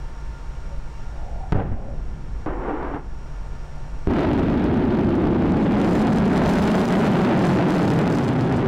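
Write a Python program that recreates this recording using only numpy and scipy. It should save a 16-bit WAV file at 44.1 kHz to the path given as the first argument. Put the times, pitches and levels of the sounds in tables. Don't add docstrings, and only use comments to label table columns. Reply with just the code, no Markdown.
import sys
import numpy as np
from scipy import signal
from scipy.fft import rfft, irfft, next_fast_len
from scipy.io import wavfile
from scipy.ndimage import uniform_filter1d, map_coordinates

SR = 44100
rng = np.random.default_rng(int(sys.argv[2]) if len(sys.argv) > 2 else 0)


def generate_wav(sig):
    pcm = np.round(np.clip(np.atleast_2d(sig).T, -1, 1) * 32767).astype(np.int16)
    wavfile.write(sys.argv[1], SR, pcm)


N = 382347
TIME = np.arange(N) / SR
SIDES = np.array([[1], [-1]])
IGNITION_S = 4.073

# pitch_hz [Hz], level_db [dB per Hz]
GAS_SPECTRUM = [(120, -18.5), (220, -2), (330, 4), (520, -3), (630, -6), (780, -0.5), (1100, -7),
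                (1400, -9.5), (2100, -19.5), (3000, -35), (4200, -49), (8000, -64)]
# pitch_hz [Hz], level_db [dB per Hz]
RASP_SPECTRUM = [(900, -9.5), (1500, 0.5), (2200, -8), (2900, -12.5), (3600, -21.5), (5000, -33)]


def undb(db):
    return 10 ** (np.asarray(db) / 20)


def unit(x):
    return x / np.sqrt(np.mean(x ** 2))


def curves(table):
    s, *columns = np.transpose(table)
    return [np.interp(TIME, s, column) for column in columns]


def since(s):
    return np.maximum(TIME - s, 0)


def fade(s, decay_s):
    return (TIME > s) * np.exp(-since(s) / decay_s)


def puff(s, swell_s):
    age = since(s) / swell_s
    return age * np.exp(1 - age)


def swell(s, half_s):
    return np.exp(-((TIME - s) / half_s) ** 2)


def walk(rate):
    knots = rng.standard_normal(8192)
    return map_coordinates(knots, [TIME * rate], order=2, mode="wrap")


def colour(x, points):
    size = next_fast_len(N + SR // 2, True)
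    hz, db = np.transpose(points)
    f = np.maximum(np.fft.rfftfreq(size, 1 / SR), 1)
    slopes = 40 * np.log10(np.minimum(f / hz[0], 1) * np.minimum(hz[-1] / f, 1))
    gain_db = np.interp(np.log(f), np.log(hz), db) + np.maximum(slopes, -60)
    gain = unit(undb(gain_db))
    cepstrum = irfft(np.log(gain), size)
    cepstrum[1:size // 2] *= 2
    cepstrum[size // 2 + 1:] = 0
    return irfft(rfft(x, size) * np.exp(rfft(cepstrum)), size)[:N]


def noise(points):
    return unit(colour(rng.standard_normal(N), points))


def ring(hz, width_hz):
    phase = 2 * np.pi * np.cumsum(hz * np.ones(N)) / SR
    return unit(walk(width_hz) * np.cos(phase) + walk(width_hz) * np.sin(phase))


def shocks(wave, per_s, spread_db):
    flank = np.maximum(-np.gradient(uniform_filter1d(wave, size=12)), 0)
    struck = rng.random(N) < flank / flank.mean() * per_s / SR
    size = undb(spread_db * np.minimum(rng.exponential(size=N), 4))
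    return -unit(struck * size / np.sqrt(per_s))


def fizzed(clicks, fizz, decay_s, points):
    decay = np.exp(-1 / (decay_s * SR))
    tail = np.sqrt(signal.lfilter([1 - decay], [1, -decay], clicks ** 2))
    mid = colour(clicks + fizz * tail * rng.standard_normal(N), points)
    side = colour(.55 * tail * rng.standard_normal(N), points)
    treble_only = signal.butter(2, 4300, "high", fs=SR, output="sos")
    return mid + SIDES * signal.sosfilt(treble_only, side)


def gusty_wind():
    # pitch_hz [Hz], level_db [dB per Hz]
    wind_spectrum = [(8, 2.5), (20, -0.5), (57, -4), (67, -13.5), (90, -18), (150, -22.5), (210, -28.5),
                     (400, -38), (900, -80.5)]
    # peak_s [s], level_db [dB above the steady wind]
    strong_gusts = [(1.19, 6.5), (1.36, 5), (2.05, 4), (2.42, 3)]
    steady_db, gust_half_s, buffet_db = -29, 0.071, 1.5
    gust_db = sum(db * swell(s, gust_half_s) for s, db in strong_gusts)
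    buffeted = noise(wind_spectrum) * undb(buffet_db * walk(9.4))
    return unit(buffeted) * undb(steady_db + gust_db)


def engine_drone():
    return undb(-47.5) * ring(146.2, width_hz=20)


def whine(hz, width_hz):
    rough_width_hz = 48
    skirt = (width_hz / rough_width_hz) ** 2 * ring(hz, width_hz)
    return unit(np.sin(2 * np.pi * hz * TIME) + skirt)


def whistles():
    # pitch_hz [Hz], level_db [dB against the machinery level]
    whistle_lines = [(5295, -14.5), (5585, -14.5), (5628, -11.5), (5700, -12)]
    # multiple [times the pitch], level_db [dB against the main line]
    whistle_partials = [(1.25, -9), (1.5, -13.5)]
    drift = 0.0027
    out = 0
    for hz, db in whistle_lines:
        drifting_hz = hz * (1 + drift * walk(1.6))
        phase = 2 * np.pi * np.cumsum(drifting_hz) / SR
        upper = sum(undb(upper_db) * np.sin(multiple * phase) for multiple, upper_db in whistle_partials)
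        out = out + undb(db) * unit((np.sin(phase) + upper) * undb(1.6 * walk(11)))
    return out


def dip_under(loud):
    threshold_db, depth, smooth_s = -46, 0.19, 0.058
    keep = np.exp(-1 / (smooth_s * SR))
    power = signal.lfilter([1 - keep], [1, -keep], loud ** 2)
    return (1 + power / undb(threshold_db) ** 2) ** -depth


def machinery(launch):
    # pitch_hz [Hz], level_db [dB per Hz]
    hiss_spectrum = [(90, 7), (150, 8), (210, -3), (400, -2), (900, -3.5), (1400, -7.5), (2000, -13),
                     (3500, -20.5), (6000, -24), (8800, -29.5), (10000, -38), (15000, -45.5)]
    # pitch_hz [Hz], width_hz [Hz], level_db [dB against the machinery level]
    whine_lines = [(915, 9.7, 3.5), (1404, 25, -1), (1755, 37, -6), (2270, 35, -11.5), (2760, 60, -13.5)]
    machinery_db, hiss_db = -58, 14
    lowest, *upper = [undb(db) * whine(hz, width_hz) for hz, width_hz, db in whine_lines]
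    lull = undb(-9 * swell(1.7, half_s=0.48))
    lines = lowest * lull + sum(upper) + whistles()
    return (undb(hiss_db) * noise(hiss_spectrum) + lines) * undb(machinery_db) * dip_under(launch)


def deck(launch):
    background = gusty_wind() + engine_drone() + machinery(launch)
    return background * np.exp(-since(IGNITION_S) / 0.0078)


def gas_rush():
    # peak_s [s], level_db [dB], half_length_s [s], pitch_hz [Hz], width_hz [Hz]
    rush_swells = [(0.728, -48, 0.062, 578, 100), (1.327, -42, 0.19, 691, 421),
                   (1.442, -42.5, 0.067, 717, 130.7), (1.602, -30, 0.042, 617, 461.6),
                   (1.827, -45, 0.19, 640, 456.5), (1.897, -44.5, .06, 560, 48.8),
                   (3.683, -52.5, 0.46, 694, 461)]
    wander = .05
    out = np.zeros(N)
    for s, db, half_s, hz, width_hz in rush_swells:
        out += undb(db) * swell(s, half_s) * ring(hz * (1 + wander * walk(9)), width_hz)
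    return out


def ejection():
    # pitch_hz [Hz], level_db [dB per Hz]
    boom_spectrum = [(20, 3.5), (60, -12.5), (85, 3.5), (115, 0.5), (200, -1), (300, -11.5), (420, -12),
                     (900, -31)]
    # pitch_hz [Hz], level_db [dB per Hz]
    snap_spectrum = [(400, 8), (1500, -17), (3000, 22), (5000, 10), (8000, 3), (15500, -17)]
    # start_s [s], low_db [dB], bright_db [dB], swell_s [s]
    gas_puffs = [(1.523, -16.5, -25, 0.0046), (1.544, -17, -30.5, 0.014), (1.577, -26, -31, 0.02),
                 (1.64, -29, -42, 0.029), (1.711, -28.5, -41, 0.011)]
    rasp_db, lumps_db = -12, 1.0
    boom_s = gas_puffs[0][0]
    low = undb(-34.5) * fade(boom_s, decay_s=1)
    bright = undb(-44.5) * fade(boom_s, decay_s=0.53)
    for s, low_db, bright_db, swell_s in gas_puffs:
        low = np.hypot(low, undb(low_db) * puff(s, swell_s))
        bright = np.hypot(bright, undb(bright_db) * puff(s, swell_s))
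    rasping = noise(GAS_SPECTRUM) + undb(rasp_db) * noise(RASP_SPECTRUM)
    gas = unit(rasping * undb(lumps_db * walk(180)))
    snap = undb(-35) * fade(boom_s, decay_s=0.0026) * noise(snap_spectrum)
    throb_hz = 93.5
    throb = undb(-25) * swell(1.73, half_s=0.03) * np.sin(2 * np.pi * throb_hz * TIME)
    return gas_rush() + snap + throb + low * noise(boom_spectrum) + bright * gas


def jet_howl():
    # time_s [s], pitch_hz [Hz], level_db [dB]
    howl_path = [(2.46, 337.8, -31), (2.51, 264, -35), (2.56, 329.3, -32), (2.61, 351.3, -41),
                 (2.63, 353, -27), (2.71, 309.7, -29), (2.77, 311, -31), (2.83, 386.3, -38),
                 (2.9, 291.6, -49), (2.95, 268, -35.5)]
    # multiple [times the note], width_hz [Hz], level_db [dB against the note]
    howl_resonances = [(1.5, 129.8, -6.5), (2.35, 90.2, -15.5)]
    howl_hz, howl_db = curves(howl_path)
    howl = ring(howl_hz, width_hz=44)
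    for multiple, width_hz, db in howl_resonances:
        howl = howl + undb(db) * ring(multiple * howl_hz, width_hz)
    return undb(howl_db) * howl


def jet_burst():
    # peak_s [s], change_db [dB], half_length_s [s]
    jet_surges = [(2.47, 2.5, 0.027), (2.57, -3.5, 0.043), (2.69, 3.5, 0.033), (2.853, 2.5, 0.029),
                  (2.956, 2.5, 0.017)]
    start_s, end_s, jet_db = 2.4605, 2.962, -30.5
    attack_s, release_s = 0.00076, 0.032
    echo_db, echo_s = -15, 0.25
    rasp_db, sputter_db = -18, -8
    attack = 1 - np.exp(-since(start_s) / attack_s)
    after = since(end_s)
    release = np.maximum(np.exp(-after / release_s), undb(echo_db) * np.exp(-after / echo_s))
    surge_db = sum(db * swell(s, half_s) for s, db, half_s in jet_surges)
    gas = unit(noise(GAS_SPECTRUM) + undb(rasp_db) * noise(RASP_SPECTRUM))
    sputter = unit(colour(shocks(gas, per_s=320, spread_db=5), GAS_SPECTRUM))
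    jet = unit(gas + undb(sputter_db) * sputter) * undb(jet_db + surge_db)
    return (jet + jet_howl()) * attack * release


def blasts():
    # start_s [s], size_db [dB, before rise and decay], first_lobe_s [s], rise_s [s]
    blast_fronts = [(1.5228, -6.5, 0.0042, 0.000082), (1.546, -13, 0.0052, 0.00017),
                    (1.556, -9, 0.0023, 0.0005), (1.5648, -12, 0.0053, 0.00057),
                    (1.5964, -18, 0.0031, 0.00018), (2.4619, -8.5, 0.00064, 0.00019),
                    (2.495, -12, 0.00058, 0.00026), (2.686, -14, 0.00071, 0.00017),
                    (2.697, -18, 0.00045, 0.00019), (2.831, -19, 0.00074, 0.0001),
                    (2.946, -12, 0.00056, .0002), (4.0727, -4.5, 0.0018, 0.00016)]
    out = np.zeros(N)
    for s, db, lobe_s, rise_s in blast_fronts:
        age = since(s)
        rise = (1 - np.exp(-age / rise_s)) ** 2
        lobes = (1 - (age / lobe_s) ** 2) * np.exp(-age / lobe_s)
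        out -= undb(db) * rise * lobes
    return out


def rumble():
    # pitch_hz [Hz], level_db [dB per Hz]
    rumble_spectrum = [(20, -5), (45, -3), (85, 3), (110, -3), (160, -6.5)]
    # time_s [s], level_db [dB]
    rumble_path = [(4.1, -25), (5.3, -27.5), (6.0, -31.5), (6.6, -28.5), (6.9, -50), (8.67, -36.5)]
    rumble_db, = curves(rumble_path)
    slow_db = -26 + 6 * np.minimum(TIME - 8.8, 0)
    slow_eddies = ring(123.2, width_hz=63)
    return undb(rumble_db) * noise(rumble_spectrum) + undb(slow_db) * slow_eddies


def off_deck(x, reflection):
    # time_s [s], lag_s [s]
    lag_path = [(4.07, .00306), (5.2, .00323), (5.95, .0039), (6.6, .00466), (7.1, .00512), (7.55, .00577),
                (8, .007), (8.6, .0078)]
    lag_s, = curves(lag_path)
    return unit(x + reflection * np.interp(TIME - lag_s, TIME, x))


def steepened(x, lead_s):
    arrival = TIME + lead_s * x
    latest_so_far = np.maximum.accumulate(arrival)
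    earliest_to_come = np.minimum.accumulate(arrival[::-1])[::-1]
    return np.interp(TIME, (latest_so_far + earliest_to_come) / 2, x)


def overload(x):
    skew, edge_hz = 0.2, 3300
    lopsided = (1 - np.exp(-skew * x)) / skew
    flattened = np.tanh(lopsided - uniform_filter1d(lopsided, size=4000))
    flattened = signal.sosfilt(signal.butter(1, 25, "high", fs=SR, output="sos"), flattened)
    return signal.sosfilt(signal.butter(2, edge_hz, fs=SR, output="sos"), flattened)


def roar(level_db, tear_db, eddy_hz):
    # time_s [s], drive_db [dB]
    drive_path = [(4.07, -5), (4.6, -4), (5.3, -.5), (5.9, 3.5), (7.4, 4), (8.67, 3)]
    # pitch_hz [Hz], level_db [dB per Hz]
    eddy_spectrum = [(30, -29.5), (85, -14), (120, -4.5), (170, 2), (250, -0.5), (370, -0.5), (470, -10),
                     (700, -31.5), (1500, -63.5)]
    # pitch_hz [Hz], level_db [dB per Hz]
    tear_spectrum = [(250, -14.5), (520, 1), (850, -1), (1100, -9.5), (1450, -8.5), (2100, -15.5),
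                     (3200, -19.5), (5000, -28.5), (9000, -44.5)]
    core_db, ripple_db = -5, -5
    drive_db, = curves(drive_path)
    grazing = 1 - 0.78 * fade(IGNITION_S, 1.8)
    large_eddies = noise(eddy_spectrum) + undb(core_db) * ring(eddy_hz, width_hz=110)
    eddies = off_deck(large_eddies, 0.35 * grazing)
    tearing = off_deck(noise(tear_spectrum) * undb(1.5 * walk(200)), reflection=0.21)
    lead_s = .00006 * undb(0.19 * drive_db)
    pressure = steepened(eddies + undb(tear_db) * tearing, lead_s)
    wave = overload(undb(drive_db) * pressure)
    held = wave / np.sqrt(uniform_filter1d(wave ** 2, size=2600))
    ripple = unit(colour(shocks(eddies, per_s=1700, spread_db=8.0), tear_spectrum))
    return (held + undb(tear_db + ripple_db) * ripple) * undb(level_db)


def crackle(wave, crackle_db):
    # pitch_hz [Hz], level_db [dB per Hz]
    crackle_spectrum = [(400, 9), (1500, -15), (2800, 6.5), (4000, 20.5), (5200, 19), (8000, 14.5),
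                        (10000, 8.5), (15500, -16)]
    # pitch_hz [Hz], level_db [dB per Hz]
    spit_spectrum = [(3500, 5), (6000, 0), (10000, 8), (15500, 1)]
    clump_db, shocks_db, sizzle_db = 2.0, -3.5, -3
    flurry_db, flurries_per_s = 2.1, 16
    below_db = crackle_db - crackle_db.max()
    sharp = shocks(wave, 800 * undb(0.23 * below_db), spread_db=5.5)
    clicks = unit(sharp * undb(clump_db * walk(14)))
    clicks = clicks + undb(sizzle_db) * rng.standard_normal(N)
    clicks = clicks * undb(crackle_db + shocks_db + flurry_db * walk(flurries_per_s))
    spit_clicks = clicks * undb(-7 + 0.7 * below_db)
    spit = fizzed(spit_clicks, fizz=1.0, decay_s=0.0026, points=spit_spectrum)
    return fizzed(clicks, fizz=1.0, decay_s=0.0013, points=crackle_spectrum) + spit


def cracks(crackle_db):
    # [dB, relative to each other before the close boost]
    sharp_cracks = [(4.115, -45), (4.14, -45), (4.2055, -41), (4.2078, -38), (4.2134, -42), (4.2333, -37),
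                    (4.2684, -46), (4.3332, -36), (4.358, -47), (4.397, -37), (4.512, -42), (4.6422, -31),
                    (4.7406, -39), (5.0704, -42), (5.0923, -35), (5.154, -31.5), (5.221, -38),
                    (5.4782, -39), (5.521, -30.5), (5.5697, -32), (5.6924, -46), (5.7216, -29),
                    (5.8156, -25), (5.8925, -33), (5.9928, -30), (6.0711, -24), (6.173, -30),
                    (6.1853, -23.5), (6.2556, -29), (6.2801, -29), (6.3609, -38), (6.3609, -26),
                    (6.3774, -21), (6.3804, -28), (6.4364, -26), (6.444, -31), (6.4544, -28), (6.4608, -23),
                    (6.473, -29), (6.5004, -33), (6.5138, -29), (6.556, -22), (6.5789, -27), (6.5864, -23),
                    (6.6323, -31), (6.653, -29), (6.6757, -22), (6.6927, -35), (6.717, -22), (6.7534, -18),
                    (6.8099, -31), (6.8154, -23), (6.8547, -21), (6.8804, -25), (6.887, -21), (6.9066, -25),
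                    (6.9242, -24.5), (6.9394, -29), (7.0637, -28), (7.1796, -36), (7.2544, -42),
                    (7.3923, -24), (7.516, -35), (7.5887, -40), (7.5887, -37), (7.7065, -23), (7.7539, -34),
                    (7.879, -23), (7.9033, -22), (7.9354, -31), (7.9897, -18), (8.0595, -28), (8.077, -22),
                    (8.1015, -24), (8.1861, -22.5), (8.2467, -29), (8.2821, -24), (8.2894, -23.5),
                    (8.4726, -43), (8.525, -25.5), (8.5706, -33)]
    # pitch_hz [Hz], level_db [dB per Hz]
    shock_spectrum = [(600, 31), (2000, 9.5), (3500, 13.5), (5000, 8.5), (8000, 1.5), (15500, -16)]
    crack_db, close_db, close_s = 15, 7, 0.54
    stray_db, stray_per_s, follow = -23, 14, 0.54
    size_db = stray_db + follow * (crackle_db - crackle_db.max()) + 1.6 * rng.standard_normal(N)
    clicks = undb(size_db) * (rng.random(N) < stray_per_s / SR)
    for s, db in sharp_cracks:
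        close_boost_db = close_db * np.exp(-(s - IGNITION_S) / close_s)
        clicks[int(s * SR)] += undb(db + crack_db + close_boost_db)
    return fizzed(-clicks, fizz=.5, decay_s=.0009, points=shock_spectrum)


def motor():
    # time_s [s], roar_db [dB], tearing_db [dB against the large eddies], crackle_db [dB]
    climb_path = [(4.15, -19.5, -7, -76), (4.38, -19.5, -11.5, -72), (5.35, -18.5, -15, -70.5),
                  (5.95, -17.7, -12.5, -52.5), (6.3, -17.5, -13.5, -56.5), (6.4, -18, -8.5, -50.5),
                  (6.95, -17.5, -9.5, -50), (7.45, -17.5, -9.5, -53), (8.05, -18.5, -12.5, -53.5),
                  (8.36, -20.5, -12, -56), (8.67, -19.5, -11.5, -59.5)]
    # time_s [s], pitch_hz [Hz]
    eddy_path = [(4.3, 255), (5.1, 225), (6.1, 181.8), (6.55, 225.8), (7.1, 211.7), (7.6, 187.6),
                 (8.1, 199.5), (8.5, 250)]
    young_dull_db, build_s, attack_s = -18, 0.029, 0.001
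    level_db, tear_db, crackle_db = curves(climb_path)
    eddy_hz, = curves(eddy_path)
    age = since(IGNITION_S)
    young_db = young_dull_db * np.exp(-age / build_s)
    sag_db = -4.5 * swell(6.865, half_s=0.025)
    wave = roar(level_db + sag_db, tear_db + young_db, eddy_hz)
    plume = wave + rumble() + crackle(wave, crackle_db + young_db) + cracks(crackle_db + young_db)
    return plume * (1 - np.exp(-age / attack_s))


def scene():
    launch = ejection() + jet_burst()
    return deck(launch) + launch + blasts() + motor()


def record(dry):
    ceiling, top_hz = .36, 15800
    rounded = dry / (1 + (dry / ceiling) ** 8) ** (1 / 8)
    return signal.sosfilt(signal.ellip(10, .2, 80, top_hz, fs=SR, output="sos"), rounded)


dry = scene()
out = record(dry)
generate_wav(out)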